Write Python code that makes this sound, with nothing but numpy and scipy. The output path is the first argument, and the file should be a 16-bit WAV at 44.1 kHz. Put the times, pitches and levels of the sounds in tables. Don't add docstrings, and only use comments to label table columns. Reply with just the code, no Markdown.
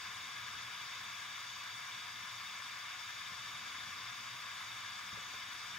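import sys
import numpy as np
from scipy import signal
from scipy.fft import rfft, irfft
from scipy.io import wavfile
from scipy.ndimage import uniform_filter1d

SR = 44100
rng = np.random.default_rng(int(sys.argv[2]) if len(sys.argv) > 2 else 0)


def persist_wave(psi):
    counts = np.round(np.clip(psi, -1, 1) * 32767).astype(np.int16)
    wavfile.write(sys.argv[1], SR, np.atleast_2d(counts).T)


N = 254986


def gain_of(db):
    return 10 ** (np.asarray(db) / 20)


def evened(values):
    return values / np.sqrt(np.mean(abs(values) ** 2) + 1e-20)


def read(points, hz):
    f, value = np.transpose(points)
    return np.interp(np.log(hz + 1), np.log(f + 1), value)


def bells(modes, hz):
    return sum(db / (1 + (2 * (hz - f) / width) ** 2) for f, width, db in modes)


def causal(db):
    log_gain = np.log(gain_of(db))
    mirrored = np.r_[log_gain, log_gain[-2:0:-1]]
    phase = -signal.hilbert(mirrored).imag[:len(db)]
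    return np.exp(log_gain + 1j * phase)


def drift(count, top_hz, step_s):
    t = np.arange(count) * step_s
    rates = np.geomspace(top_hz / 12, top_hz, 30)
    return evened(sum(np.sin(2 * np.pi * (f * t + rng.random())) / np.sqrt(f) for f in rates))


def room():
    # f/Hz, level per Hz/dB
    rumble_colour = [(12, -53), (20, -15), (33, -12), (53, -29), (57, -37), (68, -11.5), (107, 2.5),
                     (129, -8), (145, -5.5), (194, -5), (427, -17), (472, -13), (620, -37), (810, -37),
                     (1360, -120)]
    likeness, pan_db = 0.8, 3
    start_db, swell_rms_db = -67.5, 1.4
    middle_s, rise_s, rise_db = 5.37, 0.21, 3.4
    size, hop = 2048, 512
    frames, hz = N // hop + 5, np.fft.rfftfreq(size, 1 / SR)
    a, b, c, d, lumps = rng.standard_normal((frames, len(hz), 5)).T
    lumps = uniform_filter1d(lumps, size=4, axis=0)
    lumps = evened(uniform_filter1d(lumps, size=5, axis=1))
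    left = a + 1j * b
    right = likeness * left + np.sqrt(1 - likeness ** 2) * (c + 1j * d)
    swell_db = swell_rms_db * drift(frames, 1.96, hop / SR)
    shape_db = read(rumble_colour, hz)[:, None] + 1.7 * lumps + swell_db
    spectra = np.array([left, right]) * gain_of(shape_db)
    sound = evened(signal.istft(spectra, nperseg=size, noverlap=size - hop)[1][:, :N])
    level_db = start_db + rise_db * (1 + np.tanh((np.arange(N) / SR - middle_s) / rise_s)) / 2
    return gain_of(level_db) * sound * gain_of([[pan_db / 2], [-pan_db / 2]])


def hum():
    pitch_hz, waver_rms_hz = 119.3, 2.3
    level_db, swell_rms_db = -74.5, 1.5
    step = 256
    coarse = np.arange(N // step + 2)
    wobble, swell = (np.interp(np.arange(N) / step, coarse, drift(len(coarse), 8., step / SR))
                     for _ in range(2))
    phase = 2 * np.pi * np.cumsum(pitch_hz + waver_rms_hz * wobble) / SR
    return np.sqrt(2) * gain_of(level_db + swell_rms_db * swell) * np.sin(phase)


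def thuds():
    # t/s, strike level/dB, pitch struck most/Hz, reach (10 dB weaker)/octaves,
    # rise time constant/cycles, left minus right/dB
    knocks = [(3.308, -47, 186, 0.15, 4, 6), (5.1295, -47.5, 170, 1.5, .6, 5),
              (5.174, -46.5, 450, 1.3, .8, 3), (5.3395, -52, 620, 0.9, .6, 2.1)]
    # f/Hz, relative level/dB, t60/s
    wood = [(112, 3, .17), (186, 0, .07), (250, 1, .035), (340, -2, .03), (458, 0, .027), (555, 2.5, .024),
            (660, -1, .016), (770, -3, .014)]
    echo_db, echo_t60_s = -1.5, .14
    out = np.zeros((2, N))
    for start_s, db, centre_hz, reach, rise, pan_db in knocks:
        t = np.clip(np.arange(N) / SR - start_s, 0, None)
        ring = np.zeros(N)
        for hz, mode_db, t60 in wood:
            off_pitch_db = 10 * (np.log2(hz / centre_hz) / reach) ** 2
            fade = gain_of(db + mode_db - off_pitch_db - 60 * t / t60)
            onset = 1 - np.exp(-t * hz / rise)
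            ring += fade * onset * np.sin(2 * np.pi * hz * t)
        out -= ring * gain_of([[pan_db / 2], [-pan_db / 2]])
    t = np.arange(SR // 4) / SR
    tail = rng.standard_normal((2, len(t))) * gain_of(-60 * t / echo_t60_s) * (t > .006)
    tail /= np.linalg.norm(tail[0])
    return out + gain_of(echo_db) * signal.fftconvolve(out, tail, axes=1)[:, :N]


def jet():
    treble_db = -1.5
    size, hop = 256, 64
    frames, hz = N // hop + 9, np.fft.rfftfreq(size, 1 / SR)
    real, imag = rng.standard_normal((frames, len(hz), 3, 2)).T
    patches = rng.standard_normal((frames, len(hz))).T
    patches = uniform_filter1d(patches, size=8, axis=0)
    patches = evened(uniform_filter1d(patches, size=24, axis=1))
    treble = (1 / (1 + (6000 / (hz + 1)) ** 4))[:, None]
    flutter_db = 0.086 * drift(frames, 60., hop / SR)
    field_db = treble * treble_db + flutter_db + (0.48 + .6 * treble) * patches
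    spectra = (real + 1j * imag) * gain_of(field_db)
    return signal.istft(spectra, nperseg=size, noverlap=size - hop)[1][:, :N]


def ripple(hz, t60, db):
    t = np.arange(2 * len(hz) - 2) / SR
    tail = rng.standard_normal(len(t)) * gain_of(-60 * t / t60) * (t > .004)
    return db * evened(rfft(tail).real)


def torch():
    # f/Hz, level/dB
    jet_colour = [(200, -41.9), (550, -18.0), (700, -14.2), (800, -12.3), (1050, 0.1), (2000, -3.0),
                  (3500, -3.6), (4300, -9.6), (5500, -8.6), (6800, -12.7), (7600, -20.2), (10000, -22.3),
                  (12000, -27.0), (15600, -24.9)]
    # f/Hz, level/dB
    diffuse_colour = [(200, -46.4), (550, -21.5), (800, -17.2), (1050, -14.3), (2000, -12.1), (3500, -13.3),
                      (4300, -15.8), (5500, -14.6), (6800, -18.8), (7600, -25.3), (10000, -25.7),
                      (12000, -29.2), (15600, -27.4)]
    # f/Hz, width/Hz, level/dB
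    bench = [(712, 24, 5.5), (733, 16, -4.0), (745, 90, 1.2), (845, 50, -6.5), (888, 45, 3.0),
             (925, 28, -4.0), (968, 30, 2.0), (995, 26, -4.0), (1045, 50, 1.5), (1158, 34, 3.6),
             (1351, 109, -2.7), (1357, 18, -3.0), (1385, 28, 9.0), (1488, 38, -3.1), (1648, 72, 5.7),
             (1800, 40, 2.0), (1870, 90, -7.0), (2200, 346, 3.0), (2415, 25, -3.0), (2535, 31, -8.0),
             (2945, 78, 5.5), (3026, 683, -5.8), (2650, 35, 2.5), (2680, 25, -4.0), (2880, 40, -3.0),
             (3058, 35, -3.5), (3190, 35, 3.0), (3250, 70, -2.5), (3541, 497, 6.4), (3550, 30, -2.5),
             (3630, 90, 2.5), (4127, 578, -3.7), (4345, 75, -9.0), (4465, 30, 2.0), (4501, 324, 5.9),
             (4548, 55, -9.0), (4610, 35, 4.0), (4958, 118, 5.0), (5080, 50, -3.0), (5328, 63, -4.9),
             (5965, 40, -3.5), (6050, 30, -4.0), (6145, 70, 4.0), (7180, 60, 3.0), (7321, 102, -6.1),
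             (7721, 83, -6.1), (8044, 365, 3.9), (8656, 93, -3.2), (8772, 60, -3.4), (9408, 294, 4.3),
             (9824, 258, -3.2), (12282, 347, -3.7), (12572, 301, 3.6), (13658, 262, 3.7)]
    # f/Hz, width/Hz, level/dB
    left_port = [(635, 93, 3.9), (780, 40, -2.5), (1225, 30, -3.0), (1316, 86, -5.9), (1435, 135, 3.2),
                 (1503, 46, -5.5), (1752, 162, 5.8), (2239, 28, -5.9), (2367, 141, 4.1), (2434, 83, -4.3),
                 (2575, 53, 4.4), (2667, 103, 4.8), (2698, 53, -9.0), (3047, 29, -4.4), (3401, 149, 3.7),
                 (3977, 57, -6.2), (4670, 152, 4.3), (5220, 205, 6.1), (5933, 58, -4.8), (6116, 170, 8.6),
                 (6641, 97, -1.8), (6839, 207, 6.5), (6846, 50, -9.3), (7066, 62, -3.3), (7621, 112, -4.0),
                 (9541, 28, -2.9), (9581, 255, 3.0), (11744, 900, 3.2), (12721, 577, 6.4),
                 (15228, 900, 3.2)]
    # f/Hz, width/Hz, level/dB
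    right_port = [(630, 116, -5.3), (759, 25, 4.7), (927, 25, -4.3), (1120, 30, -3.0), (1247, 45, 4.3),
                  (1328, 36, 7.9), (1360, 22, -4.0), (1427, 25, -2.3), (1442, 240, -2.6), (1510, 61, 5.0),
                  (1654, 111, 2.8), (1723, 149, -7.7), (1825, 35, -4.0), (2316, 235, 2.2), (2378, 80, -5.7),
                  (2438, 259, 1.7), (2534, 157, -3.2), (3019, 31, 5.3), (3264, 30, -8.0), (3550, 102, -5.3),
                  (3750, 217, 3.0), (3847, 82, -8.4), (3935, 163, 4.7), (4245, 45, -3.0), (4619, 83, -5.2),
                  (5191, 107, -6.8), (6067, 900, -4.1), (6736, 283, 3.7), (8201, 328, 2.3),
                  (10785, 828, -3.7), (12662, 900, -5.9), (15359, 900, -5.6)]
    # f/Hz, width/Hz
    left_turns = [(3977, 50), (4340, 70)]
    # f/Hz, width/Hz
    right_turns = [(1860, 110), (5310, 80), (6150, 260), (9750, 200)]
    # f/Hz, share of full depth
    ripple_depth = [(1000, .15), (4500, .3), (6000, .6), (9000, .48)]
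    # t/s, shift/%
    sway = [(0, -.2), (1.8, -0.18), (2.8, 0.088), (3.9, 0.19), (4.7, -.05), (5.8, -.15)]
    sway_reach = .35
    hiss_db, right_lag_ms = -45.5, 0.013

    size = 2 ** 18
    coarse, hz = np.fft.rfftfreq(16384, 1 / SR), np.fft.rfftfreq(size, 1 / SR)
    source, left_diffuse, right_diffuse = rfft(jet(), size)
    fine = read(ripple_depth, coarse)
    shared_db = read(jet_colour, coarse) + bells(bench, coarse)
    shared_db = shared_db + fine * ripple(coarse, t60=0.18, db=1.0)
    shift = np.interp(np.arange(N) / SR, *np.transpose(sway))
    blend = np.clip((1 + shift / sway_reach) / 2, 0, 1)
    out = []
    for port, turns, lag_ms, diffuse in ((left_port, left_turns, 0, left_diffuse),
                                         (right_port, right_turns, right_lag_ms, right_diffuse)):
        total_db = shared_db + bells(port, coarse) + fine * ripple(coarse, t60=0.031, db=6.0)
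        path = causal(total_db) * np.exp(-2j * np.pi * coarse * lag_ms / 1000)
        for f, width in turns:
            path = path * (coarse - f + .5j * width) / (coarse - f - .5j * width)
        share = np.clip(gain_of(2 * (read(diffuse_colour, coarse) - total_db)), 0, 1)
        direct_gain, diffuse_gain = path * np.sqrt(1 - share), abs(path) * np.sqrt(share)
        ends = []
        for stretch in (1 + sway_reach / 100, 1 - sway_reach / 100):
            slid = hz * stretch
            spectrum = source * np.interp(slid, coarse, direct_gain)
            spectrum = spectrum + diffuse * np.interp(slid, coarse, diffuse_gain)
            ends.append(irfft(spectrum, size)[:N])
        low, high = ends
        out.append((1 - blend) * low + blend * high)
    return gain_of(hiss_db) * evened(np.array(out))


def scene():
    return torch() + room() + hum() + thuds()


def record(dry):
    edge_hz = 15735
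    lowpass = signal.firwin(1023, edge_hz, window=("kaiser", 9), fs=SR)
    return signal.oaconvolve(dry, lowpass[None], "same")


dry = scene()
out = record(dry)
persist_wave(out)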